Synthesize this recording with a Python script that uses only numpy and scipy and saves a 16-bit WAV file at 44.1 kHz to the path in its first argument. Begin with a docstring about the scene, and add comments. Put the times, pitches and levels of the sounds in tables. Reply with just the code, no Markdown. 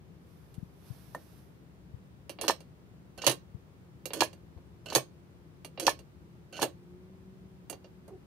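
"""Over the low rumble of a small room, a cast-iron coin bank slides and bumps on a cloth-covered table.
Close by, its lever is then pressed and let go three times: the linkage ticks, dry friction drives the
pivot, and the arm clacks against its stops, each impact exciting the modes of the casting.
Loose parts knock in the hollow inside; light clicks and a creak end the handling.
A distant motor hums faintly from midway and surges once."""
import sys
import numpy as np
from scipy import signal
from scipy.fft import rfft, irfft, next_fast_len
from scipy.io import wavfile
from scipy.ndimage import uniform_filter1d

SR = 44100
rng = np.random.default_rng(int(sys.argv[2]) if len(sys.argv) > 2 else 0)


def unload_wav(signal):
    """Save mono or channel-first audio to the path in sys.argv[1] as 16-bit WAV at rate SR, clipped to [-1, 1]."""
    wavfile.write(
        sys.argv[1],
        SR,
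        np.round(np.clip(np.atleast_2d(signal).T, -1, 1) * 32767).astype(np.int16),
    )


N = 364260
TIME = np.arange(N) / SR
RING = np.arange(SR // 4) / SR  # seconds after a blow
ATTACK = round(.007 * SR)  # the first samples of a blow, which set its level
TOP_HZ = 15600


def amp(db):
    """Decibels to amplitude ratio."""
    return 10 ** (np.asarray(db) / 20)


def unit(x, n=None):
    """Normalisation to rms 1, over the first n samples if n is given."""
    return x / np.sqrt(np.mean(x[..., :n] ** 2) + 1e-20)


def along(points, hz):
    """Interpolation on a logarithmic frequency axis."""
    freqs, values = np.transpose(points)
    return np.interp(np.log(hz + 1), np.log(freqs + 1), values)


def filtered(x, response):
    """Linear filtering: the spectrum is multiplied by a frequency response."""
    n = x.shape[-1]
    size = next_fast_len(n + SR // 8)
    return irfft(rfft(x, size) * response(np.fft.rfftfreq(size, 1 / SR)), size)[..., :n]


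def low_cut(x, hz):
    """A causal fourth-order high-pass."""
    return signal.sosfilt(signal.butter(4, hz, "high", fs=SR, output="sos"), x)


def noise(spectrum, n, alike):
    """Coloured stereo noise: mid and side mix to the correlation `alike`, a number or a curve."""
    def colour(hz):
        correlation = along(alike, hz) if np.ndim(alike) else alike + 0 * hz
        angle = np.arccos(np.clip(correlation, -1, 1)) / 2
        return amp(along(spectrum, hz)) * [np.cos(angle), np.sin(angle)]
    mid, side = filtered(rng.standard_normal((2, n)), colour)
    return unit(np.array([mid + side, mid - side]))


def fade(t60):
    """Exponential damping: 60 dB lost in t60 seconds."""
    return np.exp(-np.log(1000) * RING / t60)


def mode(hz, t60):
    """The free vibration of a damped oscillator."""
    return np.sin(2 * np.pi * hz * RING) * fade(t60)


def panned(side_db):
    """Amplitude panning: two gains of mean 1, the left side_db above the right."""
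    gains = amp(side_db * np.array([[.5], [-.5]]))
    return gains / gains.mean(0)


def add(track, s, sound):
    """Superposition: a sound joins the track at s seconds."""
    start = round(s * SR)
    track[:, start:start + sound.shape[-1]] += sound[..., :N - start]


# Room noise. Each row: frequency in Hz, relative spectral density in dB.
ROOM_SPECTRUM = [(15, -67.5), (25, -46), (63, -2.5), (102, -4), (166, -1), (195, -3.5), (217, -11.5),
                 (285, -11), (317, -12), (354, -12), (677, -23), (962, -24.5), (7310, -43), (12200, -43),
                 (16000, -37.5)]
# Its balance. Each row: frequency in Hz, left over right in dB.
ROOM_BALANCE = [(60, 6.5), (180, 2.5), (550, -1.5), (1650, 0.5), (4970, 1.0), (15000, -0.5)]
# Its width. Each row: frequency in Hz, left-right correlation.
ROOM_CORRELATION = [(60, 0.46), (180, 0.78), (550, 0.36), (1650, -0.24), (4970, -0.11), (15000, -0.76)]

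def room_rumble():
    """Stationary noise: a low rumble and faint hiss, partly correlated between left and right."""
    air = noise(ROOM_SPECTRUM, N, ROOM_CORRELATION)
    air = filtered(air, lambda hz: amp(along(ROOM_BALANCE, hz) * [[.5], [-.5]]))
    return amp(-54) * unit(air)


# Reverberation time. Each row: frequency in Hz, t60 in seconds.
WALL_DECAY = [(150, 0.47), (1000, 0.12), (5000, 0.21), (15000, 0.12)]

def reverberation(x):
    """Absorption at the walls varies with frequency: the bass outlasts the treble."""
    hz, t, spectra = signal.stft(rng.standard_normal((2, SR // 2)), SR, nperseg=256)
    decay = np.exp(-np.log(1000) * t / along(WALL_DECAY, hz)[:, None])
    tail = signal.istft(spectra * decay, SR, nperseg=256)[1]
    tail = np.pad(tail, ((0, 0), (SR // 200, 0)))  # reflections start 5 ms late
    return signal.fftconvolve(x, tail / np.linalg.norm(tail[0]), axes=1)[:, :N]


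def motor():
    """Forced resonance: a far motor's octave drives a room mode. In a surge, speed lags effort."""
    idle_hz, surge_hz, lag_s = 177, 11, .199
    idle_db, surge_db = -65, 10.5
    on_s, fade_in_s = 3.4, .63
    mode_hz, width_hz, mode_db = 359.8, 13, 2.2
    surge_s = 6.68 + np.cumsum([0, .259, .42, 1.15])  # start, rise, hold, fall
    effort = lambda t: np.interp(t, surge_s, [0, 1, 1, 0])
    pitch = idle_hz + surge_hz * effort(TIME - lag_s)
    level = amp(idle_db + surge_db * effort(TIME)) * np.clip((TIME - on_s) / fade_in_s, 0, 1)
    octave = amp(mode_db) / np.hypot(1, 2 * (2 * pitch - mode_hz) / width_hz)
    phase = 2 * np.pi * np.cumsum(pitch) / SR
    return level * (np.sin(phase) + octave * np.sin(2 * phase))


# Iron on cloth. Each row: frequency in Hz, relative spectral density in dB.
CLOTH_SPECTRUM = [(350, -34), (600, -0.5), (1030, -4), (1800, -7.5), (1980, -11), (5870, -10.5),
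                  (7110, -19.5), (12000, -8.5), (16000, -21)]
# Slides of the base. Each row: start in seconds, end in seconds, level in dB.
BASE_SLIDES = [(0.298, 0.61, -73), (0.875, 1.39, -63)]

def cloth_hiss():
    """Sliding friction on the weave makes a hiss that builds, sags and dies as the bank is turned."""
    rise, sag, stop = 118, 8.5, 75  # dB per second
    level = 0
    for start, end, db in BASE_SLIDES:
        before, since, after = np.maximum([start - TIME, TIME - start, TIME - end], 0)
        level = level + amp(db - rise * before - sag * since - stop * after)
    return level * noise(CLOTH_SPECTRUM, N, alike=.4)


def bump(db, hz, t60):
    """A cushioned impact: the cloth softens the blow to a few slow cycles of the table."""
    thud = mode(hz, t60) * (1 - np.exp(-(RING / .005) ** 2))
    return amp(db) * thud / np.abs(thud).max()


# Bumps of the base. Each row: start in seconds, peak in dB, pitch in Hz, t60 in seconds.
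BASE_BUMPS = [(.579, -32.5, 132, .015), (.627, -32, 145, .019), (.900, -33, 125, 0.064),
              (1.937, -35.5, 103, 0.033), (3.544, -33.5, 117, 0.037), (4.560, -43, 78.5, 0.059)]

def table_bumps():
    """The base bumps the table; a level difference places the thuds on the left."""
    out = np.zeros((2, N))
    for s, db, hz, t60 in BASE_BUMPS:
        add(out, s, panned(side_db=23) * bump(db, hz, t60))
    return out


# Iron on iron. Each row: frequency in Hz, relative spectral density in dB.
CRACK_SPECTRUM = [(150, -48), (500, -19.5), (1000, 4), (1500, -5.5), (2100, -2.5), (2700, 3.5), (4400, 1.5),
                  (6500, 0.5), (7100, -5.5), (8600, -4.5), (11000, -5), (13500, -7.5), (15500, -13.5)]

def crack(alike, t60):
    """A brief contact has a broad spectrum: a burst of bright noise."""
    return noise(CRACK_SPECTRUM, len(RING), alike) * fade(t60)


# The hollow body. 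Each row: frequency in Hz, relative spectral density in dB.
BODY_SPECTRUM = [(60, -49.5), (120, -33), (230, -11), (325, 0.5), (420, -7), (550, 1.5), (650, -5.5),
                 (780, -9.5), (1200, -19), (2200, -26), (4000, -81.5)]

def shell(alike, t60):
    """Overlapping low resonances of the body answer a blow like decaying noise."""
    return noise(BODY_SPECTRUM, len(RING), alike) * fade(t60)


def spring(start_hz, end_hz, droop_s, t60):
    """Dispersion: high bending waves in the return spring arrive first, so the twang falls."""
    hz = end_hz + (start_hz - end_hz) / (1 + RING / droop_s)
    return np.sin(2 * np.pi * np.cumsum(hz) / SR) * fade(t60)


# Modes of the hollow inside. Each row: frequency in Hz, relative level in dB, t60 in seconds.
CAVITY_MODES = [(584, -11, 0.056), (643, -14, 0.077), (810.6, -4, .018), (933, 7.5, 0.012),
                (1090, -5.5, 0.012), (1335, -22.5, 0.033), (1760, -14.5, .06)]

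def knock(db, hardness):
    """A blunt blow excites damped cavity modes; hardness tilts them upward, in dB per octave."""
    tuning = 1 + .032 * rng.standard_normal()
    ring = sum(amp(level + hardness * np.log2(hz)) * mode(hz * tuning, t60)
               for hz, level, t60 in CAVITY_MODES)
    ring = ring * (1 - np.exp(-(RING / .001) ** 2))
    snap = amp(hardness - 28.5) * crack(alike=.2, t60=.025)
    return amp(db - 2) * (ring / np.abs(ring).max() + snap)


# Modes of the lever. Each row: frequency in Hz, relative level in dB, t60 in seconds.
LEVER_MODES = [(2380, -5, .06), (2787, 2, .075), (3908, -9.5, 0.074), (4490, -6.5, .09), (4640, -6, .1),
               (6110, -9.5, 0.056)]

def lever():
    """Free vibration of the lever's few modes, which stand out in light contacts."""
    tuning = 1 + .006 * rng.standard_normal()
    return unit(sum(amp(db) * mode(hz * tuning, t60) for hz, db, t60 in LEVER_MODES), ATTACK)


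# Strong modes of the casting. Each row: frequency in Hz, relative level in dB.
IRON_MODES = [(1775, -5), (2288, -10), (2790, -2), (3000, -3), (3280, 0), (3350, -4), (4145, -1),
              (4270, -4), (4394, 2), (4635, 1), (5425, -1), (5640, -3), (6450, 3), (6600, 2), (7730, -6),
              (8452, -1), (9980, -2), (10930, -2), (12580, -5)]
# Damping of the iron. Each row: frequency in Hz, t60 in seconds.
IRON_T60 = [(1500, 0.16), (3200, 0.098), (4600, .1), (6500, 0.073), (11000, 0.091), (15000, 0.1)]

def casting(weak_count):
    """Normal modes of the casting, one complex decay a row: a few strong among many weak."""
    strong_hz, strong_db = np.transpose(IRON_MODES)
    weak_hz = 1000 + (TOP_HZ - 1000) * (np.arange(weak_count) + rng.random(weak_count)) / weak_count
    hz = np.concatenate([strong_hz, weak_hz])[:, None]
    db = np.concatenate([strong_db, along(CRACK_SPECTRUM, weak_hz) - 9])[:, None]
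    t60 = along(IRON_T60, hz) * np.exp(.15 * rng.standard_normal(hz.shape))
    return amp(db) * fade(t60) * np.exp(2j * np.pi * hz * RING)


def struck(modes, alike):
    """Modal superposition: each blow has new weights, left and right, and a slightly new pitch."""
    strength = amp(3 * rng.standard_normal(len(modes)))
    mid, side = strength * np.exp(2j * np.pi * rng.random((2, len(modes))))
    angle = np.arccos(np.clip(alike, 0, 1)) / 2
    weights = np.cos(angle) * mid + np.sin(angle) * np.array([side, -side])
    shift_hz = 18 * rng.standard_normal()
    ring = weights @ modes * np.exp(2j * np.pi * shift_hz * RING)
    return unit(ring.real, ATTACK)


def voiced(metal, treble_db, n):
    """Filtering sets a tick's brightness: duller ticks have less treble and are low-passed lower."""
    edge_hz = np.interp(treble_db, [-35, -18], [4400, 7200])
    low = signal.sosfilt(signal.butter(7, edge_hz, fs=SR, output="sos"), metal)
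    high = signal.sosfilt(signal.butter(7, 7200, "high", fs=SR, output="sos"), metal)
    return unit(low, n) + amp(treble_db) * unit(high, n)


def clack(modes, db, treble_db, body_db, lever_db):
    """Impulse response of casting, lever, body and spring; the last three levels are relative to db."""
    snap = amp(3) * crack(alike=.07, t60=.012)
    metal = snap + struck(modes, alike=.075) + amp(lever_db) * lever()
    metal = voiced(metal, treble_db, ATTACK)
    twang = amp(-3.5) * spring(start_hz=1293, end_hz=276, droop_s=.0022, t60=.13)
    body = shell(alike=.67, t60=.12) + twang
    body = body * (1 - np.exp(-RING / .0004))  # the heavy shell takes a moment to move
    return low_cut(amp(db + 1) * metal + amp(db + body_db) * unit(body, ATTACK), hz=149)


# Resonances of the dry pivot. Each row: frequency in Hz, bandwidth in Hz, relative level in dB.
PIVOT_MODES = [(1515, 44, -5), (2767, 51, 0), (2960, 42, 0.5), (4270, 120, -8), (6430, 120, -16.5)]

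def rub(modes, length_s, db, treble_db, body_db, chatter_db):
    """Dry friction: tiny random slips keep casting, body and pivot ringing while the arm moves."""
    slips_per_s = 700
    pivot = sum(amp(level) * width * np.exp(-np.pi * width * RING) * np.sin(2 * np.pi * hz * RING)
                for hz, width, level in PIVOT_MODES)
    n = round(length_s * SR)
    strengths = rng.standard_normal((1, len(RING)))[:, :n]
    slips = strengths * (rng.random(len(RING))[:n] < slips_per_s / SR)
    rubbed = lambda response: unit(signal.fftconvolve(slips, response, axes=1), n)
    metal = rubbed(struck(modes, alike=.2) * fade(.087))  # the pressed contact damps the ring
    body = amp(body_db) * rubbed(shell(alike=.8, t60=.036))
    chatter = amp(chatter_db) * rubbed(pivot[None])
    return low_cut(amp(db - 3.5) * (voiced(metal, treble_db, n) + body + chatter), hz=150)


def groan(length_s, db, start_hz, end_hz, rough):
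    """Stick-slip oscillation: the loaded pivot slips almost regularly, in a low tone that swells."""
    progress = np.clip(RING / length_s, 0, 1)
    jitter = unit(uniform_filter1d(rng.standard_normal(len(RING)), size=200))
    hz = (start_hz + (end_hz - start_hz) * progress) * (1 + rough * jitter)
    phase = 2 * np.pi * np.cumsum(hz) / SR
    swell = np.sqrt(np.abs(np.sin(np.pi * progress)))
    return amp(db) * swell * (np.sin(phase) + amp(-19) * np.sin(2 * phase))


# Lever clicks. Each row: start in seconds, ring level in dB, treble and body in dB over the ring.
LEVER_CLICKS = [(2.2947, -43.5, -5, 2), (4.0563, -41.5, 3, 0), (5.6472, -46, -4.5, -1.5),
                (7.6984, -45.5, 5, 1.5), (7.728, -50, -11.5, 5.5), (7.844, -60, -24, 8)]
# Jogs of the casting. Each row: start in seconds, ring level in dB, treble and body in dB over the ring.
CASTING_JOGS = [(0.542, -65, -1, -19), (1.1488, -63.5, 6.5, 22), (4.575, -75, -36, 15),
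                (8.0793, -68.5, 3.5, 18)]
# Loose parts. Each row: start in seconds, level in dB, hardness in dB per octave.
STRAY_KNOCKS = [(1.1478, -24, 7.5), (2.4404, -25, -3.5)]

def handling(modes):
    """Weak excitation: fingers click the lever and jog the casting; a last, slow lift creaks."""
    out = np.zeros((2, N))
    for s, db, treble_db, body_db in LEVER_CLICKS:
        add(out, s, clack(modes, db, treble_db, body_db, lever_db=1))
    for s, db, treble_db, body_db in CASTING_JOGS:
        add(out, s, clack(modes, db, treble_db, body_db, lever_db=-14))
    for s, db, hardness in STRAY_KNOCKS:
        add(out, s, knock(db, hardness))
    creak = groan(length_s=.069, db=-44.5, start_hz=383.7, end_hz=383.7, rough=.05)
    add(out, 8.105, creak + knock(db=-48, hardness=-4))
    return out


# Contacts in a lift. Each gives: ring level in dB, then treble, body and lever in dB over the ring.
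SLACK = (-48.5, -45, 5.5, -1.5)
CATCH = (-38, -.5, -2.5, -7)
TOP_STOP = (-23.5, -9.5, -4.5, -11)
REBOUND = (-36, -3.5, -6.5, -9.5)
SETTLE = (-57.5, -5.5, 2.5, -1)
# Lever presses. Each row: times in seconds of slack taken up, catch, top stop and loose parts landing,
# then force in dB, landing level in dB, landing hardness in dB per octave.
ARM_LIFTS = [(2.3875, 2.4128, 2.4808, 2.497, -.5, -10, 0), (4.105, 4.134, 4.2066, 4.2207, 0, -8.5, -.5),
             (5.7759, 5.798, 5.8668, 5.8797, 1, -5.5, 2.5)]

def lifts(modes):
    """Friction, then impact: the arm rubs up to its stop and rebounds; loose parts land twice."""
    out = np.zeros((2, N))
    for slack_s, catch_s, stop_s, land_s, force_db, land_db, hardness in ARM_LIFTS:
        contacts = [(slack_s, SLACK), (catch_s, CATCH), (stop_s, TOP_STOP),
                    (stop_s + .026, REBOUND), (stop_s + .124, SETTLE)]
        for s, contact in contacts:
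            add(out, s, amp(force_db) * clack(modes, *contact))
        swing_s = stop_s - catch_s
        friction = rub(modes, swing_s, db=-46.5, treble_db=-4.5, body_db=6, chatter_db=-8)
        add(out, catch_s, amp(force_db) * friction)
        groan_s = swing_s / 2 + .015
        add(out, stop_s - groan_s, groan(groan_s, force_db - 38.5, start_hz=370, end_hz=288, rough=.06))
        add(out, land_s, knock(land_db, hardness))
        add(out, land_s + .0085, knock(db=-17.5, hardness=-2))
    return out


# Contacts in a fall. Each gives: ring level in dB, then treble, body and lever in dB over the ring.
RELEASE = (-57, -1, 8, -5.5)
SCRAPE_TICK = (-42, -13, -6.5, -1)
GUIDE_TICK = (-41.5, -8, -.5, -6.5)
BOTTOM_STOP = (-23, -4.5, -4, -17)
# Lever releases. Each row: release and landing in seconds, grinding level in dB, landing force in dB,
# first flight in seconds, first bounce level in dB.
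ARM_FALLS = [(3.177, 3.2661, -49, 2, .03, -32), (4.859, 4.95, -47.5, 0, .02, -39),
             (6.526, 6.619, -38, -10, .012, -40)]

def falls(modes):
    """Inelastic collision: the arm scrapes down, lands and bounces twice, sooner and softer each time."""
    linkage_lag_s, flight_ratio, bounce_loss_db = .009, .56, 6
    out = np.zeros((2, N))
    for release_s, land_s, grind_db, force_db, flight_s, bounce_db in ARM_FALLS:
        scrape = rub(modes, land_s - release_s, db=-55, treble_db=-10, body_db=4.5, chatter_db=9.5)
        add(out, release_s, scrape)
        ticks = [(release_s, RELEASE), (release_s + .042, SCRAPE_TICK), (land_s - .022, GUIDE_TICK)]
        for s, contact in ticks:
            add(out, s, amp(force_db / 2) * clack(modes, *contact))
        add(out, land_s - .027, knock(db=-24.5, hardness=-3))  # loose parts shift
        grind = rub(modes, 2 * linkage_lag_s, grind_db, treble_db=-3, body_db=4.5, chatter_db=-2.5)
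        add(out, land_s - linkage_lag_s, grind)
        add(out, land_s, amp(force_db) * clack(modes, *BOTTOM_STOP))
        # linkage and loose parts follow: a gentler landing rings less but thumps the same
        linkage = clack(modes, -28 + force_db / 2, treble_db=-1.5,
                        body_db=.5 - force_db / 2, lever_db=-12.5)
        add(out, land_s + linkage_lag_s, linkage + knock(db=-16, hardness=2.5))
        add(out, land_s + .008, bump(db=-34.5 + .71 * force_db, hz=131.7, t60=.22))  # the table gives
        for k in range(2):
            s = land_s + flight_s * (1 + k * flight_ratio)
            db = bounce_db - k * bounce_loss_db
            add(out, s, clack(modes, db, treble_db=-.5, body_db=-2.5, lever_db=-10))
    return out


# Balance of the bank. Each row: frequency in Hz, left over right in dB.
BANK_BALANCE = [(150, 2), (400, -4), (1300, -0.5), (2400, -7), (4400, -8), (6500, -13.5), (8500, -21),
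                (12000, -13.5), (15000, -13.5)]

def scene():
    """Superposition: the bank and its reverberation, treble to the right, over table, motor and room."""
    modes = casting(weak_count=170)
    bank = lifts(modes) + falls(modes) + handling(modes) + cloth_hiss()
    bank = bank + amp(-19) * reverberation(bank)
    bank = filtered(bank, lambda hz: panned(along(BANK_BALANCE, hz)))
    return bank + table_bumps() + motor() + room_rumble()


def record(dry):
    """Band limiting removes the deepest rumble and the highest treble."""
    return filtered(low_cut(dry, hz=46.28), lambda hz: hz < TOP_HZ)


dry = scene()
out = record(dry)
unload_wav(out)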